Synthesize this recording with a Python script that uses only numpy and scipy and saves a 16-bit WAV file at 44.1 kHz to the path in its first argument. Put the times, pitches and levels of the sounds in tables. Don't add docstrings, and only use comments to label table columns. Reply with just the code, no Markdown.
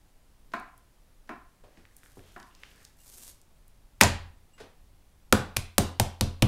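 import sys
import numpy as np
from scipy import signal
from scipy.fft import rfft, irfft, next_fast_len
from scipy.io import wavfile
from scipy.ndimage import map_coordinates

SR = 44100
rng = np.random.default_rng(int(sys.argv[2]) if len(sys.argv) > 2 else 0)


def transcribe(signal):
    frames = np.atleast_2d(signal).T
    limited = np.clip(frames, -1, 1)
    pcm = np.round(limited * 32767).astype(np.int16)
    wavfile.write(sys.argv[1], SR, pcm)


N = 285327
TIME = np.arange(N) / SR
RING = np.arange(SR // 2) / SR


def amp(db):
    return 10 ** (np.asarray(db) / 20)


def unit(x):
    return x / np.sqrt(np.mean(x ** 2) + 1e-20)


def sized(x, length):
    return x * np.sqrt(length * SR / np.sum(x ** 2))


def along(points, hz):
    f, v = np.transpose(points)
    return np.interp(np.log(hz + 1), np.log(f), v)


def add(track, s, sound):
    start = round(s * SR)
    track[start:start + len(sound)] += sound[:max(N - start, 0)]


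def swell(start, end, rise_db_per_s, fall_db_per_s):
    return amp(-rise_db_per_s * np.maximum(start - TIME, 0) - fall_db_per_s * np.maximum(TIME - end, 0))


def filtered(x, response):
    size = next_fast_len(len(x) + 8192)
    return irfft(rfft(x, size) * response(np.fft.rfftfreq(size, 1 / SR)), size)[:len(x)]


def coloured(x, points):
    size = 4096
    cepstrum = irfft(np.log(amp(along(points, np.fft.rfftfreq(size, 1 / SR)))))
    cepstrum[1:size // 2] *= 2
    cepstrum[size // 2 + 1:] = 0
    return signal.fftconvolve(x, irfft(np.exp(rfft(cepstrum))))[:len(x)]


def resonance(f, hz, width):
    return 1j * f * width / (hz * hz - f * f + 1j * f * width)


def band(x, hz, width_hz):
    return filtered(x, lambda f: resonance(f, hz, width_hz) ** 2)


def burst(length, spiky):
    noise = rng.standard_normal(len(RING)) * np.exp(spiky * rng.standard_normal(len(RING)))
    spectrum = rfft(noise * np.exp(-(RING / length) ** 2))
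    flat = irfft(spectrum / (np.abs(spectrum) + 1e-9), len(RING))
    return flat * np.exp(-(RING / (2 * length)) ** 2)


def ringing(modes, attack_s, scatter_db):
    waves = np.zeros(len(RING))
    for k, (hz, db, t60) in enumerate(modes):
        decay = amp(db + scatter_db * rng.standard_normal() - 60 * RING / t60)
        waves += (-1) ** k * decay * np.sin(2 * np.pi * hz * RING)
    return waves * (1 - np.exp(-RING / attack_s))


# frequency in Hz, seconds to fall 60 dB.
ECHO_DECAY = [(100, 0.34), (400, 0.31), (750, 0.41), (1100, 0.44), (2000, 0.41), (4000, 0.38), (7000, 0.28),
              (14000, 0.24)]
# frequency in Hz, level in dB.
ECHO_EQ = [(60, 0), (200, 2), (700, -2.5), (1500, -4), (4000, -2.5), (9000, -2.5), (15000, -9.5)]

def room(x, build_s=0.0017):
    hz, t, spectra = signal.stft(rng.standard_normal(len(RING)), SR, nperseg=256)
    decay = amp(-60 * t / along(ECHO_DECAY, hz)[:, None])
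    tail = signal.istft(spectra * decay, SR, nperseg=256)[1][:len(RING)]
    tail *= 1 - np.exp(-(RING / build_s) ** 2)
    return signal.fftconvolve(x, coloured(tail / np.linalg.norm(tail), ECHO_EQ))[:len(x)]


def contact(shape, length, spiky, room_db, uneven=0.41):
    direct = sized(shape(burst(length, spiky)), length)
    smooth = sized(shape(signal.unit_impulse(len(RING))), length)
    ripple = sized(shape(rng.standard_normal(len(RING)) * np.exp(-RING / length)), length)
    return direct + amp(room_db) * room(sized(smooth + uneven * ripple, length))


# frequency in Hz, relative level in dB.
AIR_EQ = [(10, -7.5), (22, -1.5), (45, -9), (70, -14), (105, -18), (225, -25), (450, -30.5), (850, -32.5),
          (1400, -37), (6300, -43), (11000, -43), (15500, -48)]
# peak time in seconds, level in dB.
AIR_HEAVES = [(4.13, -40), (4.83, -59.5), (5.32, -56.5)]

def air(bed_db=-57.5):
    push = unit(band(rng.standard_normal(N), hz=45, width_hz=60))
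    heave = sum(amp(db) * swell(s, s, rise_db_per_s=140, fall_db_per_s=85) for s, db in AIR_HEAVES)
    bed = amp(bed_db) * unit(coloured(rng.standard_normal(N), AIR_EQ))
    return bed + heave * push


# pitch in Hz, relative level in dB, seconds to fall 60 dB.
METAL_MODES = [(2820, -1, 0.17), (7800, 1, 0.13)]
# start in seconds, level in dB.
METAL_TICKS = [(2.998, -63), (4.535, -62.5)]

def metal_ticks():
    track = np.zeros(N)
    for s, db in METAL_TICKS:
        add(track, s, amp(db) * ringing(METAL_MODES, attack_s=0.0008, scatter_db=1))
    return track


# frequency in Hz, relative level in dB.
BRUSH_EQ = [(300, 1), (900, -6), (1600, -2.5), (3200, -7.5), (6000, -9.5), (12000, -25)]

def brushing(friction):
    return coloured(friction, BRUSH_EQ)


# resonance in Hz, width in Hz, relative level in dB.
WOOD_MODES = [(247, 130, -2.5), (396, 77, -0.5), (700, 54, 6.5), (1037, 55, 9.5), (1327, 270, 5.5),
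              (1770, 580, 2.5), (2570, 490, -1.5), (4500, 5200, -11)]
# start in seconds, level in dB, treble roll-off in Hz.
FAR_KNOCKS = [(0.536, -28.5, 2620), (1.292, -35, 1970), (2.361, -41, 1760), (2.399, -49, 1710)]

def far_knocks(contact_s=0.005, scuff_s=0.017, room_db=5, tick_db=-25, scuff_db=-32):
    track = np.zeros(N)
    for s, db, dull_hz in FAR_KNOCKS:
        def body(f):
            wood = sum((-1) ** k * amp(mode_db) * resonance(f, hz, width)
                       for k, (hz, width, mode_db) in enumerate(WOOD_MODES))
            return wood / (1 + 1j * f / dull_hz) ** 2
        knock = contact(lambda x: filtered(x, body), contact_s, spiky=0.14, room_db=room_db)
        tick = amp(tick_db) * contact(lambda x: x, contact_s, spiky=0.2, room_db=room_db)
        scuff = amp(scuff_db) * sized(brushing(burst(scuff_s, spiky=0.64)), scuff_s)
        add(track, s - scuff_s, amp(db) * scuff)
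        add(track, s, amp(db) * (knock + tick))
    return track


# peak time in seconds, level in dB, squelch pitch in Hz.
HAND_STROKES = [(1.79, -66.5, 1800), (2.07, -67.5, 1690), (2.29, -62, 3270), (2.66, -59.5, 2770),
                (2.81, -62, 1790)]

def rubbing(slide_db=-2.0, squelch_db=-5, width=0.37, spiky=1.14):
    track = np.zeros(N)
    slide = amp(slide_db) * unit(brushing(rng.standard_normal(N)))
    bubbles = rng.standard_normal(N) * np.exp(spiky * rng.standard_normal(N))
    for s, db, hz in HAND_STROKES:
        squelch = amp(squelch_db) * unit(band(bubbles, hz, width * hz))
        track += amp(db) * swell(s, s, rise_db_per_s=88, fall_db_per_s=98) * (slide + squelch)
    return track


# start in seconds, level in dB, pitch in Hz.
WET_SMACKS = [(.598, -54, 9000), (.778, -55, 11000), (1.773, -56.5, 1800), (1.852, -51.5, 1850),
              (1.966, -47.5, 9700), (2.033, -52, 1680), (2.06, -52, 1710), (2.193, -54, 1950),
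              (2.4, -51, 5100), (2.428, -51.5, 4080), (2.55, -52.5, 4930), (2.634, -39, 2050),
              (2.85, -45, 5560), (3.415, -55.5, 7700), (3.68, -56, 10800)]

def smacks(contact_s=0.0021, width=0.83):
    track = np.zeros(N)
    for s, db, hz in WET_SMACKS:
        click = contact(lambda x: band(x, hz, width * hz), contact_s, spiky=0.86, room_db=-6)
        add(track, s, amp(db) * click)
    return track


# frequency in Hz, relative level in dB.
CRACKLE_EQ = [(300, -4), (800, -6.5), (2200, -9), (4500, -3), (8500, 2), (12500, 0), (14800, -4),
              (16000, -28)]
# start and end in seconds, end level in dB, growth in dB per second.
PEEL_PULLS = [(1.98, 2.47, -69, -9), (2.6, 2.86, -63, 42), (3.038, 3.278, -46.5, 49.5)]

def peeling(peak_snaps_per_s=3000, spread=0.56, clump_db=2.6, clumps_per_s=45, room_db=-3, trim_db=-1.5):
    clumps = map_coordinates(rng.standard_normal(N // 100), [TIME * clumps_per_s])
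    pull = np.zeros(N)
    for start, end, db, growth in PEEL_PULLS:
        ramp = amp(db + growth * (np.clip(TIME, start, end) - end))
        pull += ramp * swell(start, end, rise_db_per_s=192, fall_db_per_s=300)
    pull *= amp(clump_db * clumps)
    chance = peak_snaps_per_s / SR * np.sqrt(pull / pull.max())
    snaps = (rng.random(N) < chance) * np.exp(spread * rng.standard_normal(N)) * rng.choice([-1, 1], N)
    sizes = pull / np.sqrt(chance + 1e-20)
    level = amp(trim_db) * np.sqrt(np.mean(pull ** 2))
    crackle = level * unit(coloured(snaps * sizes, CRACKLE_EQ))
    return crackle + amp(room_db) * room(crackle)


# frequency in Hz, relative level in dB.
SPRAY_EQ = [(200, -12), (600, -3.5), (1200, -2.5), (2500, -1.5), (4500, -1.5), (7000, -2), (10000, 0),
            (13500, -0.5), (16000, -16)]

def splat(length, clap_db, clap_hz, width, spray_db, dull_hz, room_db):
    pocket = lambda x: band(x, clap_hz, width * clap_hz)
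    wet = lambda x: filtered(coloured(x, SPRAY_EQ), lambda f: 1 / (1 + 1j * f / dull_hz) ** 2)
    clap = amp(clap_db) * contact(pocket, length, spiky=0.9, room_db=room_db)
    spray = amp(spray_db) * contact(wet, length, spiky=1.29, room_db=room_db)
    return clap + spray


# frequency in Hz, relative level in dB.
FLESH_EQ = [(60, -10), (130, 4), (250, -2.5), (340, -0.5), (520, -1.5), (750, -5.5), (1100, -7.5),
            (3000, -32.5)]
# pitch in Hz, relative level in dB, seconds to fall 60 dB.
BOARD_MODES = [(154, -6.5, 0.084), (209.5, 2, 0.15), (269.4, -12.5, 0.33), (342.4, -13, 0.087),
               (400, -9, 0.2), (508, -7.5, 0.17), (565, -10, .16), (710, -13.5, .2), (790, -18, 0.083)]
COUNTER_MODES = [(27, -9.5, 0.36), (68.4, -11.5, 0.28), (86.3, -7.5, .52), (106.7, 1, 0.13),
                 (127.5, -5, 0.22)]

def thud(board_db, thump_db, flesh_db=-3, room_db=-12, detune=0.005, push_s=0.006, push_db=-1.5):
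    flesh = contact(lambda x: coloured(x, FLESH_EQ), length=0.013, spiky=0.51, room_db=0)
    flesh *= amp(board_db + flesh_db)
    loaded = [(hz * (1 + detune * rng.standard_normal()), db, t60) for hz, db, t60 in BOARD_MODES]
    board = amp(board_db) * ringing(loaded, attack_s=0.003, scatter_db=2.5)
    thump = amp(thump_db) * ringing(COUNTER_MODES, attack_s=0.011, scatter_db=2)
    age = RING / push_s
    air_push = -amp(thump_db + push_db) * age * (2 - age) * np.exp(-age)
    return flesh + board + thump + air_push + amp(room_db) * room(board)


# start and length in seconds, clap in dB, its pitch in Hz, spray in dB.
HAND_PATS = [(1.637, 0.013, -59, 535, -68), (1.774, .007, -60.5, 313, -67),
             (2.171, 0.0015, -46.5, 343, -80), (4.579, 0.039, -64.5, 1396, -66),
             (4.601, 0.019, -54, 460, -56.5)]

def pats(width=0.97):
    track = np.zeros(N)
    for s, length, db, hz, spray_db in HAND_PATS:
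        pat = splat(length, db, hz, width, spray_db, dull_hz=4050, room_db=7.5)
        add(track, s, pat + thud(board_db=db - 7.5, thump_db=db + 1.5))
    return track


# start and length in seconds, clap in dB, its pitch in Hz,
# its width as a share of that pitch, spray in dB.
SLAP_POCKETS = [(4.0065, 0.003, -40, 1827, 1.2, -40), (4.0106, 0.0017, -6.5, 1952, 0.5, -5.5),
                (4.0129, 0.002, -16.5, 3005, 0.76, -4.5), (4.02, 0.033, -23.5, 792, 0.59, -30),
                (4.035, 0.00077, -11.5, 6900, .26, -15.5)]
# start in seconds, board in dB, counter thump in dB.
SLAP_LANDINGS = [(4.012, -22.5, -24), (4.034, -23, -17)]

def slap():
    track = np.zeros(N)
    for s, length, clap_db, clap_hz, width, spray_db in SLAP_POCKETS:
        add(track, s, splat(length, clap_db, clap_hz, width, spray_db, dull_hz=7500, room_db=-6.5))
    for s, board_db, thump_db in SLAP_LANDINGS:
        add(track, s, thud(board_db, thump_db))
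    return track


# start and contact length in seconds, counter thump, board and clap in dB,
# clap pitch in Hz, clap width as a share of that pitch, spray in dB, spray roll-off in Hz.
BLOWS = [(5.3255, .0031, -18.5, -17, -12.5, 1400, 0.3, -12, 9480),
         (5.565, 0.0065, -23, -41, -31, 2480, 0.16, -21.5, 12000),
         (5.7811, 0.0041, -18.5, -21, -26, 710, 1, -13, 20000),
         (5.9977, 0.0043, -17, -29.5, -18.5, 748, 0.44, -16.5, 13440),
         (6.2099, 0.0032, -17.5, -28, -24.5, 4300, 0.61, -20.5, 11800),
         (6.4226, 0.0053, -11.5, -22, -20.5, 2805, 0.62, -23.5, 12000)]

def pounding():
    track = np.zeros(N)
    for s, length, thump_db, board_db, clap_db, clap_hz, width, spray_db, dull_hz in BLOWS:
        wet = splat(length, clap_db, clap_hz, width, spray_db, dull_hz, room_db=-7)
        add(track, s, wet + thud(board_db, thump_db))
    return track


def scene():
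    hits = pounding() + slap() + pats()
    return (hits + far_knocks() + smacks() + metal_ticks() + peeling() + rubbing() + air())[None]


def record(dry, top_hz=15700):
    held = dry / (1 + np.abs(dry) ** 6) ** (1 / 6)
    return signal.sosfilt(signal.ellip(10, 0.1, 80, top_hz, fs=SR, output="sos"), held)


dry = scene()
out = record(dry)
transcribe(out)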